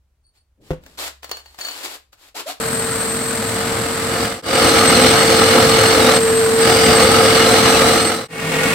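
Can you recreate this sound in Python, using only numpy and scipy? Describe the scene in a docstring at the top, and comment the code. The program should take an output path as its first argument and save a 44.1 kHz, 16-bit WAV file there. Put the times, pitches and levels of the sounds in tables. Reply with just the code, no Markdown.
"""In a workshop with a low hum a cordless drill bumps a board, and a hole saw clinks and rasps into its chuck.
Clinks, knocks and rings are struck modes and bursts of noise; sliding hands and sleeve are coloured grains.
The drill then runs at a governed speed: a sine hum, rattling grains and a thin narrow-band whine.
The saw grinds into the board with squeals (grains and gliding resonances), eases off once, bites again and
at last cuts from underneath. Twice the sound of drill and saw fades to near silence and back."""
import sys
import numpy as np
from scipy import signal
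from scipy.fft import rfft, irfft, next_fast_len
from scipy.io import wavfile
from scipy.ndimage import map_coordinates

SR = 44100
rng = np.random.default_rng(int(sys.argv[2]) if len(sys.argv) > 2 else 0)


def materialize(psi):
    """Save the field psi as 16-bit PCM at rate SR to the path in sys.argv[1].

    A 1-D psi becomes a single channel; in a 2-D psi each row is a channel.
    """
    bounded = np.clip(np.atleast_2d(psi).T, -1, 1)
    quanta = np.round(bounded * 32767).astype(np.int16)
    wavfile.write(sys.argv[1], SR, quanta)


N = 385434
T = np.arange(N) / SR

# trigger pulled; saw sunk in its groove; cut goes on from underneath
TRIGGER_S, GROOVE_S, UNDERNEATH_S = 2.6, 4.42, 8.28
# Short jabs on the trigger spin the sleeve through the hand. Each row: start in seconds, length in seconds,
# first pitch in Hz, top pitch in Hz, relative whirr level in dB, relative rasp level in dB.
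JABS = [(2.343, 0.065, 450, 1100, -38, -28), (2.457, 0.055, 492, 767, -28, -27.5)]


def from_db(db):
    """Decibels to amplitude factor."""
    return 10 ** (np.asarray(db) / 20)


def rms_one(x):
    """Scale to rms 1 over all channels."""
    return x / np.sqrt(np.mean(x ** 2) + 1e-20)


def in_time(rows):
    """Interpolate each column of a (seconds, values..) curve at every sample."""
    seconds, *columns = np.transpose(rows)
    return [np.interp(T, seconds, column) for column in columns]


def gain_at(points, hz):
    """Read a (Hz, dB) spectrum on a log-frequency axis as amplitude."""
    point_hz, db = np.transpose(points)
    return from_db(np.interp(np.log(hz + 1), np.log(point_hz), db))


def white_pair():
    """Two unrelated white noises."""
    return rng.standard_normal((2, N))


def drift(rate):
    """Slow random curve of rms 1, with 2 * rate knots per second."""
    knots = rng.standard_normal(int(N / SR * rate * 2) + 2)
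    return rms_one(np.interp(T * rate * 2, np.arange(len(knots)), knots))


def grains(per_s, spread_db):
    """Two trains of random clicks of uneven size; rms 1."""
    sizes = from_db(spread_db * np.minimum(rng.exponential(1, (2, N)), 4))
    present = rng.random((2, N)) < per_s / SR
    return rms_one(rng.standard_normal((2, N)) * sizes * present)


def colour(pair, tone, peaks=()):
    """Filter two unrelated signals by a broad tone and resonances, then matrix to stereo; mid rms 1."""
    # Stereo width. Each row: frequency in Hz, side minus mid in dB.
    width = [(60, -20), (250, -14), (500, -11), (1000, -4), (2000, -3.5), (8000, 1), (13000, 2)]
    size = next_fast_len(N)
    hz = np.arange(size // 2 + 1) * SR / size
    power_lift = 1
    for peak_hz, width_hz, db in peaks:
        power_lift = power_lift + (from_db(db) ** 2 - 1) / (1 + (2 * (hz - peak_hz) / width_hz) ** 2) ** 2
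    gain = gain_at(tone, hz) * np.sqrt(np.abs(power_lift))
    spectra = rfft(pair, size) * gain * [np.ones_like(hz), gain_at(width, hz)]
    mid, side = irfft(spectra, size)[:, :N]
    return np.array([mid + side, mid - side]) / np.sqrt(np.mean(mid ** 2))


def narrow(hz, width_hz):
    """Friction-driven resonance: low-passed complex noise shifted to a centre that may move; stereo, rms 1."""
    white = rng.standard_normal((2, N)) + 1j * rng.standard_normal((2, N))
    a, b = signal.sosfilt(signal.butter(2, width_hz / 2, fs=SR, output="sos"), white)
    carrier = np.exp(2j * np.pi * np.cumsum(hz + 0 * T) / SR)
    return rms_one(np.real(np.array([a + 0.48 * b, a - 0.21 * b]) * carrier))


def strike(times_s, levels_db, modes):
    """Each blow rings every decaying mode, with a random strength per mode."""
    out = np.zeros(N)
    for hz, db, t60_s in modes:
        clicks = np.zeros(N)
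        blow_db = np.array(levels_db) + db + rng.normal(0, 1, len(times_s))
        clicks[(np.array(times_s) * SR).astype(int)] = from_db(blow_db)
        radius = from_db(-60 / (t60_s * SR))
        angle = 2 * np.pi * hz / SR
        poles = [1, -2 * radius * np.cos(angle), radius * radius]
        out += rng.choice([-1, 1]) * signal.lfilter([0, np.sin(angle)], poles, clicks + 1e-18)
    return out


def bursts(times_s, levels_db, decay_s):
    """Envelope that jumps at each contact and dies away exponentially."""
    jumps = np.zeros(N)
    jumps[(np.array(times_s) * SR).astype(int)] = from_db(levels_db)
    return signal.lfilter([1], [1, -np.exp(-1 / (decay_s * SR))], jumps + 1e-18)


def strokes(rows, attack_s, release_s):
    """Envelope of (start s, length s, dB) movements: linear rise, hold, exponential fall; loudest wins."""
    out = np.zeros(N)
    for start_s, length_s, db in rows:
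        rise = np.clip((T - start_s) / attack_s, 0, 1)
        fall = np.exp(-np.clip((T - start_s - length_s) / release_s, 0, 20))
        out = np.maximum(out, from_db(db) * rise * fall)
    return out


def by_stage(free, groove, below):
    """Select by stage: drill in the open, saw in its groove, cut from underneath."""
    return np.where(T < GROOVE_S, free, np.where(T < UNDERNEATH_S, groove, below))


def room_air():
    """Faint broadband room noise, weighted to the bass."""
    # Each row: frequency in Hz, relative level in dB.
    room_tone = [(15, -34), (25, -1), (75, 1), (167, -20), (3830, -38), (10000, -42), (15000, -45)]
    return from_db(-65.0) * colour(white_pair(), room_tone)


def room_hum():
    """A low sine with wandering phase and level, louder in swells."""
    # Each row: start in seconds, length in seconds, relative level in dB added to the steady hum.
    hum_swells = [(-.1, .11, -54), (.7, .82, -56)]
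    gain = from_db(-70) + strokes(hum_swells, attack_s=.08, release_s=.05)
    tone = np.sin(2 * np.pi * 68 * T + .5 * drift(4.6))
    return gain * tone * from_db(2 * drift(2.8))


def workshop(x, wet_db, t60_s):
    """Add a short diffuse tail of decaying noise, different at each ear."""
    t = T[:SR // 2]
    tail = rng.standard_normal((2, len(t))) * np.exp(-np.log(1000) * t / t60_s) * (t > .004)
    tail = signal.lfilter([1], [1, -.4], tail)
    tail = tail / np.sqrt(np.sum(tail[0] ** 2))
    return x + from_db(wet_db) * signal.fftconvolve(x, tail, axes=1)[:, :N]


def fumbling():
    """The drill shifts in the hand: a soft swell of low noise."""
    # Each row: start in seconds, length in seconds, level in dB.
    shifts = [(.57, 0.32, -54)]
    tone = [(60, -1), (250, 1), (550, -6), (1200, -34), (8000, -60)]
    return strokes(shifts, attack_s=0.04, release_s=0.11) * colour(white_pair(), tone)


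def board_knocks():
    """The drill knocks on the board: returns the ringing modes and the crack of contact noise."""
    # Each row: time in seconds, relative level in dB.
    blows = [(.706, -16), (.712, -25), (0.733, -28)]
    # Board modes. Each row: frequency in Hz, relative level in dB, t60 in seconds.
    board_modes = [(159.4, -3, 0.14), (269, -6, 0.1), (400, 2.5, 0.05), (511, -7, 0.17), (684, -9, 0.043),
                   (940, -25, .05)]
    times_s, knock_db = np.transpose(blows)
    crack_tone = [(60, 9.5), (700, -5), (2000, -13.5), (12000, -37)]
    crack = bursts(times_s, knock_db - 5.5, decay_s=0.0085) * colour(white_pair(), crack_tone)
    return strike(times_s, knock_db, board_modes), crack


def clinks():
    """Steel touches the chuck: noise ticks and the ringing modes of the saw cup."""
    # Each row: time in seconds, relative tick level in dB, relative ring level in dB.
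    touches = [(0.837, -36, -70), (0.863, -28, -70), (1.231, -21.5, -60), (1.244, -20, -39),
               (1.294, -22, -43), (1.314, -10, -25), (1.37, -23, -35), (1.459, -33, -43), (1.545, -35, -54),
               (1.588, -19, -47), (1.611, -25, -25), (1.649, -21, -25.5), (1.669, -22, -31),
               (1.685, -18.5, -26), (1.712, -31, -30), (2.13, -33, -57)]
    # Saw cup modes. Each row: frequency in Hz, relative level in dB, t60 in seconds.
    cup_modes = [(1830, -14, .1), (3000, -17, 0.23), (4420, 0, 0.15), (4500, -3.5, 0.1), (6770, 1, 0.017),
                 (8720, -12, 0.075), (15550, -16, .1)]
    # Each row: frequency in Hz, relative level in dB.
    tick_tone = [(100, -34), (500, 12), (1800, 7.5), (3000, 3), (7000, -4), (10000, -13), (16000, -4)]
    times_s, tick_db, ring_db = np.transpose(touches)
    ticks = bursts(times_s, tick_db - 8.5, decay_s=0.0036) * colour(white_pair(), tick_tone)
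    return ticks + strike(times_s, ring_db, cup_modes)


def brushed_cup():
    """Fingers brush the teeth and the cup sings faintly on two friction-driven modes."""
    # Each row: start in seconds, length in seconds, relative level in dB.
    touches = [(.23, 0.064, -64), (.35, 0.058, -66)]
    modes = narrow(4450, width_hz=100) + from_db(-1) * narrow(8740, width_hz=150)
    return strokes(touches, attack_s=0.037, release_s=.012) * modes


def sliding():
    """Hands and chuck sleeve slide, in rubs and at each jab: coloured grains under a pressure envelope."""
    # Each row: start in seconds, rise in seconds, length in seconds, relative level in dB.
    hand_rubs = [(.33, 0.028, .05, -63), (.6, 0.072, 0.14, -52.5), (.8, .07, 0.16, -53.5),
                 (.972, .018, 0.11, -28), (1.222, .015, .028, -40), (1.25, .06, 0.15, -45),
                 (1.42, .04, 0.2, -53.5), (1.575, .025, 0.38, -34.5), (1.81, 0.037, 0.051, -27),
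                 (2.12, .01, 0.018, -51), (2.16, 0.072, 0.13, -48.5)]
    # Each row: frequency in Hz, relative level in dB.
    slide_tone = [(80, -22), (170, -16), (280, -0.5), (800, 3.5), (1500, 0.5), (4500, 1), (6300, -6.5),
                  (7400, -1.5), (10000, -10.5), (12000, -6), (16000, -18.5)]
    jab_rise_s, release_s = 0.027, 0.015
    slides = list(hand_rubs)
    slides += [(start_s, jab_rise_s, length_s, rasp_db) for start_s, length_s, *_, rasp_db in JABS]
    envelopes = [strokes([(start_s, length_s, db)], rise_s, release_s)
                 for start_s, rise_s, length_s, db in slides]
    pressure = np.max(envelopes, axis=0)
    return from_db(-3.0) * pressure * colour(grains(per_s=10000, spread_db=2.0), slide_tone)


def jabs():
    """At each jab the motor whirrs up exponentially towards its top pitch and fades as it coasts out."""
    spin_up_s, coast_s = 0.022, 0.025
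    out = np.zeros(N)
    for start_s, length_s, first_hz, top_hz, db, _ in JABS:
        lag = np.exp(-np.clip((T - start_s) / spin_up_s, 0, 20))
        hz = top_hz + (first_hz - top_hz) * lag
        level = strokes([(start_s, length_s / 2, db)], attack_s=.01, release_s=coast_s)
        out += level * np.sin(2 * np.pi * np.cumsum(hz) / SR)
    return out * from_db(2.9 * drift(150))


def fitting():
    """Handling, knocks, clinks, sliding and jabs; all but the knock modes and fumbling get the room tail."""
    knock, crack = board_knocks()
    reverberant = clinks() + brushed_cup() + crack + sliding() + jabs()
    return knock + fumbling() + workshop(reverberant, wet_db=-10, t60_s=0.26)


def rotor_turns():
    """Accumulated rotor turns: governed speed, dragged down a little in the groove, with a random wobble."""
    free_hz, drag_hz, wobble_hz = 454, 4, 1.8
    speed_hz = free_hz - drag_hz * (T >= GROOVE_S) + wobble_hz * drift(5)
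    return np.cumsum(speed_hz) / SR


def throb(turns):
    """Geared down 21 to 1, the slightly oval saw loads the tool twice in each of its turns."""
    return rms_one(from_db(1.4 * np.cos(2 * np.pi * 2 * turns / 21)))


def rotor_hum(turns):
    """A sine at the rotor rate, offset in phase between the ears; the sunken saw couples it into the board."""
    # Hum in the groove. Each row: time in seconds, mean level in dB.
    groove_hum = [(4.6, -20.5), (5.2, -17.3), (6.17, -17), (6.33, -14.5), (8.0, -18.3)]
    hum_db = by_stage(-28.5, in_time(groove_hum)[0], -23.5)
    phase_rad = 2 * np.pi * turns + np.array([[.25], [-.25]])
    return np.sqrt(2) * from_db(hum_db + .5 * drift(16)) * np.sin(phase_rad)


def gear_rattle(turns):
    """Gear teeth rattle: throbbing grains through the gearbox resonances."""
    # One level in dB each: in the open, sunk in the groove, under the board.
    gears_db = (-24, -21, -25.5)
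    # Each row: frequency in Hz, relative level in dB.
    gear_tone = [(25, -17), (60, -4), (110, 3), (200, -0.5), (380, -4), (560, -1), (900, -8.5),
                 (1900, -5.5), (2700, -11.5), (6500, -17.5), (10000, -19), (16000, -25.5)]
    # Each row: frequency in Hz, width in Hz, lift in dB.
    gear_peaks = [(238, 69, 9.5), (1230, 900, 5.5), (4320, 1200, 5.5), (7540, 540, 11.5), (8100, 590, 13.5),
                  (8720, 470, 11.5), (11500, 700, 7)]
    teeth = grains(per_s=8000, spread_db=1.5) * throb(turns)
    return from_db(by_stage(*gears_db)) * colour(teeth, gear_tone, gear_peaks)


def whine():
    """A thin wavering narrow band: dies down after the start, swells in the groove, absent underneath."""
    start_db, groove_db, swell_db = -26, -26.5, 2.5
    starting = strokes([(TRIGGER_S, .4, start_db)], attack_s=.15, release_s=.5)
    swelling = from_db(groove_db + swell_db * drift(4))
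    return by_stage(starting, swelling, 0) * narrow(8210 + 12 * drift(3.9), width_hz=30)


def drill(turns):
    """Rotor hum, gear rattle and whine, from the moment the trigger is pulled."""
    return (rotor_hum(turns) + whine() + gear_rattle(turns)) * (T >= TRIGGER_S)


def chirps(rows):
    """Short tones that glide, swell and die, roughened by fast level drift."""
    out = np.zeros(N)
    for start_s, length_s, first_hz, last_hz, db in rows:
        part = np.clip((T - start_s) / length_s, 0, 1)
        phase_rad = 2 * np.pi * np.cumsum(first_hz + (last_hz - first_hz) * part) / SR
        out += from_db(db) * np.sqrt(8 * part * (1 - part)) * np.sin(phase_rad)
    return out * from_db(4.6 * drift(150))


def surging(x, depth_db, rate):
    """Bands up to 4.8 kHz swell and sink independently as the teeth meet coarser or finer wood."""
    out = 0
    for hz in 300 * 2. ** np.arange(5):
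        low = signal.sosfiltfilt(signal.butter(2, hz, fs=SR, output="sos"), x)
        out = out + low * from_db(depth_db * drift(rate))
        x = x - low
    return out + x


def grinding(chips, bite):
    """Torn chips shake the board through its resonances; a light touch scrapes duller."""
    # Each row: frequency in Hz, relative level in dB.
    cut_tone = [(25, -26), (70, 0.5), (150, 2), (400, 1.5), (620, 0.5), (1000, -4.5), (1700, -1),
                (2500, -5.5), (4600, -5), (5900, -9.5), (6900, -17), (8400, -10.5), (10000, -17.5),
                (16000, -23.5)]
    # Each row: frequency in Hz, width in Hz, lift in dB.
    cut_peaks = [(252.5, 80, 8.9), (338, 39, 7.5), (522, 70, 12), (715, 46, 10.5), (828, 103, 8.4),
                 (1260, 295, 7.9), (2150, 350, 4.9), (2916, 130, 7.4), (3560, 73, 4.6)]
    grind = surging(colour(chips, cut_tone, cut_peaks), depth_db=1.5, rate=12)
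    dull = signal.sosfiltfilt(signal.butter(2, 2300, fs=SR, output="sos"), grind)
    return dull + (grind - dull) * bite ** 0.2


def squealing():
    """The cup rubs in its groove: gliding friction modes, and its wall growls in swells."""
    # One curve for each deep cut. Each row: time in seconds, mean squeal frequency in Hz.
    squeal_curves = [
        [(4.55, 4700), (4.72, 4100), (4.85, 4340), (5.03, 4050), (5.28, 4470), (5.42, 4150), (5.92, 4390),
         (6.05, 3700), (6.17, 4350)],
        [(6.63, 4750), (6.92, 4800), (7.0, 4400), (7.3, 4780), (7.42, 4100), (7.65, 4200), (7.8, 3900),
         (8.08, 4330), (8.25, 3850)],
    ]
    squeal_hz = in_time(np.vstack(squeal_curves))[0] + 25 * drift(30)
    twin_mode = from_db(-21.5 + 2.5 * drift(6)) * narrow(squeal_hz + 170 * drift(6), width_hz=110)
    low_mode = from_db(-13.5 + 1.2 * drift(12)) * narrow(squeal_hz, width_hz=150)
    high_mode = from_db(-23.5 + 2.5 * drift(5)) * narrow(1.48 * squeal_hz, width_hz=170)
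    high_mode = high_mode * (squeal_hz < 4450)
    growl = from_db(-16 + 3.5 * drift(5)) * narrow(1230 + 50 * drift(4), width_hz=110)
    return low_mode + twin_mode + high_mode + growl


def cut_above(chips, turns):
    """The saw is leaned into the board: grinding, squeals, a board drone and skidding teeth."""
    # Each row: start in seconds, length in seconds, grinding level in dB.
    presses = [(3.36, 5.4, -27), (4.02, 0.45, -22), (4.33, 1.845, -13.5), (6.53, 1.8, -13.5)]
    # A tooth skids. Each row: start in seconds, length in seconds, first Hz, last Hz, mean level in dB.
    skids = [(7.405, .04, 2930, 2850, -20), (7.735, .03, 2650, 2580, -23)]
    feed = strokes(presses, attack_s=0.14, release_s=0.012) * (T < UNDERNEATH_S)
    bite = np.minimum(feed / from_db(-16.5), 1)   # 1 = teeth pressed fully into the wood
    # the board's lowest mode answers even a light touch
    drone = from_db(-24.5) * feed ** 0.43 * narrow(110, width_hz=25.5).mean(axis=0)
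    cutting = feed * (grinding(chips, bite) + bite * squealing() * throb(turns))
    return cutting + drone + chirps(skids)


def cut_below(chips):
    """The cut from underneath: chips through other board resonances, plus a narrow ring of the cup."""
    # Each row: frequency in Hz, relative level in dB.
    below_tone = [(25, -12), (80, -5), (140, 3.5), (600, -2.5), (1000, -4.5), (2600, -4.5), (3500, -9.5),
                  (6500, -17), (16000, -26)]
    # Each row: frequency in Hz, width in Hz, lift in dB.
    below_peaks = [(159, 19, 12.7), (268, 44, 7.9), (510, 65, 9.2), (684, 38, 9.1), (819, 20, 10.5),
                   (1150, 45, 6.4), (1440, 50, 10), (1875, 85, 11.5), (2200, 90, 11.5), (2520, 89, 5.5),
                   (2770, 78, 7)]
    cup_ring = from_db(-18.0) * narrow(8780, width_hz=24)   # relative to the grinding
    return from_db(-17.5) * (T >= UNDERNEATH_S) * (colour(chips, below_tone, below_peaks) + cup_ring)


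def sawing(turns):
    """Teeth tear chips, grains throbbing with the saw's turning, that drive both cuts."""
    chips = grains(per_s=9000, spread_db=0.7) * throb(turns) * from_db(0.57 * drift(25))
    return cut_above(chips, turns) + cut_below(chips)


def fades():
    """Straight gain ramps down to near silence and up again."""
    # Each row: time of the minimum in seconds, fade out in seconds, fade in in seconds.
    dips = [(GROOVE_S, 0.18, .2), (UNDERNEATH_S, .38, .35)]
    ramps = [np.maximum((low_s - T) / out_s, (T - low_s) / in_s) for low_s, out_s, in_s in dips]
    return np.clip(np.min(ramps, axis=0), .006, 1)


def scene():
    """Fitting, running and cutting, placed by level and delay between the ears, over a quiet humming room."""
    # Drill position. Each row: time in seconds, left minus right in dB, left lead in ms.
    position = [(0, 1, .16), (1.2, 1.5, .17), (1.7, 3.3, .18), (2.6, 1.4, .05), (3.7, .9, .01), (4.2, 0, 0)]
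    turns = rotor_turns()
    left, right = fitting() + (drill(turns) + sawing(turns)) * fades()
    pan_db, lead_ms = in_time(position)
    late_right = map_coordinates(right, [(T - lead_ms / 1000) * SR], order=3)
    tools = np.array([left, late_right]) * from_db(pan_db * np.array([[.5], [-.5]]))
    return tools + room_air() + room_hum()


def record(dry):
    """Round off the highest peaks and cut the top steeply."""
    cutoff_hz = 15900
    rounded = dry / (1 + dry ** 6) ** (1 / 6)
    return signal.sosfilt(signal.ellip(12, .1, 80, cutoff_hz, fs=SR, output="sos"), rounded)


dry = scene()
out = record(dry)
materialize(out)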